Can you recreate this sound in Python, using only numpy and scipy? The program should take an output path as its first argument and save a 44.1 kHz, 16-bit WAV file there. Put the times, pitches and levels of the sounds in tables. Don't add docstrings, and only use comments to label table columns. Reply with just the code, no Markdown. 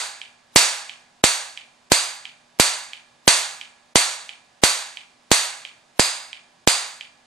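import sys
import numpy as np
from scipy import signal
from scipy.fft import rfft, irfft, next_fast_len
from scipy.io import wavfile
from scipy.ndimage import uniform_filter1d

SR = 44100
rng = np.random.default_rng(int(sys.argv[2]) if len(sys.argv) > 2 else 0)


def boost(x):
    u = np.asarray(x, float) / 20
    return 10 ** u


def master(y):
    cut = np.clip(np.atleast_2d(y).T, -1, 1)
    pcm = np.round(cut * 32767)
    wavfile.write(sys.argv[1], SR, pcm.astype(np.int16))


N = 320155

FIRST_S, BEAT_S, TICK_DELAY_S = -.1194, .6794, .3351

# tail level/dB, ring f/Hz, ring gain/dB, gain of the dip above it/dB
SPARKS = [(-18.5, 4650, 6, -9.5), (-15, 4550, 4.5, -3), (-19, 4550, 5, -9), (-19, 4720, 7, -11.5),
          (-18.5, 4620, 5.5, -7.5), (-16, 4600, 4, -5.5), (-18, 4550, 5, -6.5), (-18.5, 4620, 5.5, -7.5),
          (-18, 4570, 5, -7.5), (-20.5, 4830, 7.5, -16), (-19.5, 4750, 7, -10)]
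RING_WIDTH_HZ, DIP_WIDTH_HZ, DIP_RATIO = 250, 900, 1.148

# f/Hz, t60/s
ROOM_T60 = [(100, .13), (250, 0.27), (400, 0.42), (700, 0.7), (1700, 0.65), (4000, 0.57), (8000, 0.53),
            (12000, 0.4)]
# f/Hz, density/dB per Hz
ROOM_COLOUR = [(350, -13), (750, -8.5), (1500, -6.5), (2300, -4), (4200, -2), (8000, -3.5), (10500, -12),
               (13500, -24.5)]
# delay t/s, left level/dB, right level/dB, both re tail
NEAR_ECHOES = [(.0005, 10.5, 14), (.0035, 2.5, 2), (.009, 8, 3.5), (0.0155, -11, 0.5), (.020, -2.5, -3),
               (.026, 1.5, -1.5), (0.0372, -16.5, -7.5)]
# f/Hz, likeness/1
TAIL_LIKENESS = [(60, 0), (180, .5), (550, .6), (1650, .45), (4000, .62), (8000, .78), (15000, .75)]
# f/Hz, level/dB
TAIL_BALANCE = [(60, -3.5), (180, 3.5), (550, -5.5), (1650, -4), (4970, -1.5), (15000, -3.5)]
# f/Hz, phase/rad
LEFT_LEAD = [(300, -.2), (1700, .7), (4000, .5), (8000, .35), (11000, 0)]
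BAND_EDGES_HZ = 90 * 2 ** np.arange(0, 7.4, 1 / 3)
SAME_PATH = 0.52
NEAR_LOW_SHARE, NEAR_SPLIT_HZ = 0.22, 2300
LOW_TAIL_DB = 0.5
MIC_DIP_HZ, MIC_DIP_WIDTH_HZ, MIC_DIP_DB = 3050, 600, -3.5
MIC_TOP_HZ = 14000

# f/Hz, level/dB, t60/s
BENCH = [(820, -38, .9), (964, -31, .6), (1647, -40, 1.0), (1690, -38, 1.0)]

# f/Hz, density/dB per Hz
HISS = [(75, -19), (125, -10), (480, -13), (720, -5.5), (1300, -12), (4600, -17), (10500, -27),
        (13000, -41)]
# f/Hz, likeness/1
HISS_LIKENESS = [(60, 1), (240, 0.62), (950, 0.21), (3770, 0.58), (15000, 0.26)]
# f/Hz, rms level/dB
HUM = [(242.2, -71), (597.5, -75.5), (915.2, -80), (1012, -77), (1141, -80), (1647, -74), (1690, -75),
       (2466, -81)]
# f/Hz, rms level/dB
BUZZ = [(2000, -96), (3000, -80), (4500, -79.5), (6000, -87), (7000, -81), (10000, -96)]
HISS_DB, BUZZ_HZ = -58.5, 149.85

# f/Hz, struck level/dB, room level/dB, t60/s
RELAY_CASE = [(2460, -4.5, -3.5, 0.0055), (3070, 0.5, -2, 0.006), (2960, 0, -4.5, 0.0033),
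              (3650, -26, -13.5, 0.0079), (4220, -10, -17.5, 0.005), (7200, -13, -32, .004)]
# delay t/s, level/dB, brightness/dB per octave
TICK_ECHOES = [(.0062, -10, 0), (.012, -15, 4), (.016, -11, 6), (.023, -11, 6), (.036, -15, 12),
               (.042, -14, 12), (.048, -16, -12), (.063, -16, -20), (.067, -16, -20)]
# f/Hz, level/dB, ring t60/s, fade t60/s
SHELF = [(2390, -48, .05, .58), (2650, -47, .03, .3), (3200, -46, .04, .3)]
TICK_DB, TICK_SOFT_HZ = -22, 4500
BOUNCE_S, BOUNCE_DB = .00125, -6

# close level/dB, early level/dB, early from t/s, early until t/s
FORERUNNER = [
    (-24.5, -42.5, 0.019, 0),
    (-28, -35, 0.0097, 0.0077),
    (-31, -51, 0.053, .012),
    (-30.5, -65, .010, 0),
]
BLOCK, BLOCK_OFFSET = 1024, 530

# front t/s, front height/1, suction t/s, suction depth/1, rebound t/s, rebound height/1
SHOCK = [
    (.0006, 0.753, .0014, 0.25, 0.0023, 0.1),
    (.0006, 0.804, .00085, 2.8, 0.0019, .8),
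]
FLUTTER_HZ, FLUTTER_HEIGHT, FLUTTER_T60_S = 1050, .25, .006

STRIP_DB = 2


def at_hz(points, hz):
    table_hz, values = np.array(points).T
    return np.interp(np.log(hz), np.log(table_hz), values)


def shaped(x, gain):
    size = next_fast_len(N)
    hz = np.maximum(np.arange(size // 2 + 1) * SR / size, 1)
    return irfft(rfft(x, size) * gain(hz), size)[..., :N]


def filtered(x, order, hz, kind="low"):
    return signal.sosfilt(signal.butter(order, hz, kind, fs=SR, output="sos"), x)


def bump(x, hz, width_hz, gain_db):
    b, a = signal.iirpeak(hz, hz / width_hz, fs=SR)
    return x + (boost(gain_db) - 1) * signal.lfilter(b, a, x)


def ring(clicks, hz, t60_s):
    radius = boost(-60 / (t60_s * SR))
    w = 2 * np.pi * hz / SR
    return signal.lfilter([0, np.sin(w)], [1, -2 * radius * np.cos(w), radius ** 2], clicks + 1e-18)


def stereo(mid, side, alike, right_mid):
    shared = np.array([mid, right_mid])
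    opposed = side * [[1], [-1]]
    return np.sqrt(1 + alike) * shared + np.sqrt(1 - alike) * opposed


def since(times):
    now = np.arange(N) / SR
    latest = np.maximum(np.searchsorted(times, now, "right") - 1, 0)
    return latest, now - np.asarray(times)[latest]


def until(times):
    now = np.arange(N) / SR
    coming = np.minimum(np.searchsorted(times, now), len(times) - 1)
    return coming, np.where(times[coming] >= now, times[coming] - now, 1)


def block_place(times):
    into = (np.round(times * SR).astype(int) - BLOCK_OFFSET) % BLOCK
    return into / SR, 4 * into // BLOCK


def spark_times():
    return FIRST_S + BEAT_S * np.arange(len(SPARKS))


def spark_tail(times):
    latest, age = since(times)
    age_samples = np.minimum(np.round(age * SR).astype(int), SR - 1)
    path = rng.standard_normal((2, 2, SR))[..., age_samples]
    fresh = rng.standard_normal((2, 2, N))
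    mid, side = np.sqrt(SAME_PATH) * path + np.sqrt(1 - SAME_PATH) * fresh
    right_mid = shaped(mid, lambda hz: np.exp(-1j * at_hz(LEFT_LEAD, hz)))

    near = 0
    for delay_s, left_db, right_db in NEAR_ECHOES:
        near = near + (boost([[left_db], [right_db]]) - 1) * np.exp(-((age - delay_s) / 0.00076) ** 2)
    fast_slope = 1 + 0.22 * boost(-60 * age / 0.058)
    strength = boost(np.array(SPARKS)[latest, 0] + 11) * fast_slope
    high_strength = strength * (1 + near)
    low_strength = strength * (1 + NEAR_LOW_SHARE * near) * boost(LOW_TAIL_DB)

    tail = 0
    for k, (low_hz, high_hz) in enumerate(zip(BAND_EDGES_HZ, BAND_EDGES_HZ[1:])):
        hz = np.sqrt(low_hz * high_hz)
        turn = k % 2
        pair = stereo(mid[turn], side[turn], at_hz(TAIL_LIKENESS, hz), right_mid[turn])
        balance_db = at_hz(TAIL_BALANCE, hz) / 2 * np.array([[1], [-1]])
        level_db = at_hz(ROOM_COLOUR, hz) + balance_db
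        decay = boost(-60 * age / at_hz(ROOM_T60, hz))
        decay = decay * (low_strength if hz < NEAR_SPLIT_HZ else high_strength)
        tail = tail + boost(level_db) * filtered(pair * decay, 2, [low_hz, high_hz], "band")
    tail = filtered(tail, 2, 400, "high")

    coloured = []
    for k, (_, ring_hz, ring_db, dip_db) in enumerate(SPARKS):
        part = bump(tail[:, latest == k], ring_hz, RING_WIDTH_HZ, ring_db)
        coloured.append(bump(part, DIP_RATIO * ring_hz, DIP_WIDTH_HZ, dip_db))
    return bump(np.hstack(coloured), MIC_DIP_HZ, MIC_DIP_WIDTH_HZ, MIC_DIP_DB)


def bench(times):
    latest, age = since(times)
    rings = 0
    for hz, level_db, t60_s in BENCH:
        rings = rings + boost(level_db - 60 * age / t60_s) * np.sin(2 * np.pi * hz * age)
    onset = 1 - np.exp(-age / 0.0047)
    return rings * onset * boost(np.array(SPARKS)[latest, 0] + 15 + np.array([[-2], [2]]))


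def hiss():
    mid, side = rng.standard_normal((2, N))
    mid = shaped(mid, lambda hz: np.sqrt(1 + at_hz(HISS_LIKENESS, hz)))
    side = shaped(side, lambda hz: np.sqrt(1 - at_hz(HISS_LIKENESS, hz)))
    noise = shaped(np.array([mid + side, mid - side]), lambda hz: boost(at_hz(HISS, hz)))
    return noise / np.sqrt(np.mean(noise ** 2) + 1e-20)


def hum():
    now = np.arange(N) / SR
    return sum(boost(rms_db + 3) * np.sin(2 * np.pi * (hz * now + rng.random())) for hz, rms_db in HUM)


def motor_buzz():
    cycle = np.arange(1024) / 1024
    shape = 0
    for k in range(14, 68):
        level_db = at_hz(BUZZ, k * BUZZ_HZ) - 4.1 * (k % 2) + rng.normal(0, 4.6)
        shape = shape + boost(level_db) * np.sin(2 * np.pi * (k * cycle + rng.random()))
    return np.interp(np.arange(N) / SR * BUZZ_HZ % 1, cycle, shape, period=1)


def background(times):
    recovery = np.exp(-since(times)[1] / 0.59)
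    floor = boost(HISS_DB - 1.6 * recovery) * hiss() + boost(-6 * recovery) * (hum() + motor_buzz())
    coming, ahead = until(times)
    into_s, quarter = block_place(times)
    silent_s = np.where(quarter == 1, 0, into_s + (quarter == 0) * BLOCK / SR)
    hush = 1 - np.exp(-(ahead / (silent_s[coming] + 1e-4)) ** 8)
    return floor * hush * boost([[-1.5], [1.5]])


def relay(times):
    age = np.arange(SR) / SR

    def click(delay_s, level_db):
        return -boost(level_db) * (np.arange(SR) == round(delay_s * SR)) * boost([[-4], [2.5]])

    strike = click(0, 0) + click(BOUNCE_S, BOUNCE_DB)
    path = rng.standard_normal((2, SR)) * (age > .003)
    room = path * boost(-34.5 - 60 * age / 0.35)
    rings = 0
    for hz, level_db, t60_s, fade_s in SHELF:
        rings = rings + ring(path * boost(level_db - 60 * age / fade_s), hz, t60_s)
    for hz, struck_db, room_db, t60_s in RELAY_CASE:
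        octaves = np.log2(hz / 2700)
        echoes = sum(click(s, level_db + bright_db * octaves) for s, level_db, bright_db in TICK_ECHOES)
        rings = rings + ring(boost(struck_db) * strike + boost(room_db) * (echoes + room), hz, t60_s)
    rings = filtered(rings, 6, 2000, "high")
    rings = filtered(rings, 1, TICK_SOFT_HZ)
    elapsed = np.round(since(times)[1] * SR).astype(int)
    return boost(TICK_DB) * rings[:, np.maximum(elapsed, 0)] * (elapsed >= 0)


def forerunner(times):
    coming, ahead = until(times)
    quarter = block_place(times)[1]
    close_db, early_db, start_s, end_s = np.array(FORERUNNER)[quarter][coming].T
    noise = filtered(rng.standard_normal((2, N)), 1, [200, 7000], "band")
    close = boost(close_db + 7.5) * np.exp(-(ahead / 0.0033) ** 2)
    window = uniform_filter1d(1. * (ahead < start_s) * (ahead > end_s), size=130)
    return noise * (close + window * boost(early_db + 15.5 - 690 * ahead))


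def shock(times):
    age = since(times - .0006)[1]
    out = []
    for front_s, front, suction_s, suction, rebound_s, rebound in SHOCK:
        after = age - front_s - suction_s
        wave = np.where(age < front_s, front * age / front_s, -suction)
        out.append(np.where(after > 0, rebound * np.exp(-(after / rebound_s) ** 2), wave))
    age = since(times)[1]
    flutter = FLUTTER_HEIGHT * np.sin(2 * np.pi * FLUTTER_HZ * age) * boost(-60 * age / FLUTTER_T60_S)
    out[0] = out[0] - flutter
    return np.array(out)


def scene():
    times = spark_times()
    sparks = spark_tail(times) + bench(times) + forerunner(times) + shock(times)
    return sparks + background(times) + relay(times + TICK_DELAY_S)


def thin_top(x):
    hz, frame_s, frames = signal.stft(x, SR, nperseg=1024)
    strip = (hz // 80).astype(int)
    group = np.arange(len(frame_s)) // 4
    draw = rng.random((strip.max() + 1, len(frame_s) // 4 + 1))[strip][:, group]
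    share = np.interp(hz, [9800, 10600, 10700, 11300, 11400, 13300, 13700], [1, .6, 0, 0, .4, .33, 0])
    frames = frames * boost(STRIP_DB * (hz > 11000))[:, None]
    kept = signal.istft(frames * (draw < share[:, None]), SR, nperseg=1024)[1][:, :N]
    times = spark_times()[1:]
    at_front = np.exp(-(since(times - .003)[1] - .0035) ** 2 / .0016 ** 2)
    before = np.exp(-((until(times)[1] - .017) / .011) ** 6)
    whole = np.maximum(boost(-5) * at_front, before)
    return kept + whole * (x - kept)


def low_pass(x):
    return signal.sosfilt(signal.butter(12, 15910, fs=SR, output="sos"), x)


def record(dry):
    soft = filtered(np.clip(dry, -.95, .95), 4, MIC_TOP_HZ)
    mix = thin_top(soft)
    return low_pass(mix)


dry = scene()
out = record(dry)
master(out)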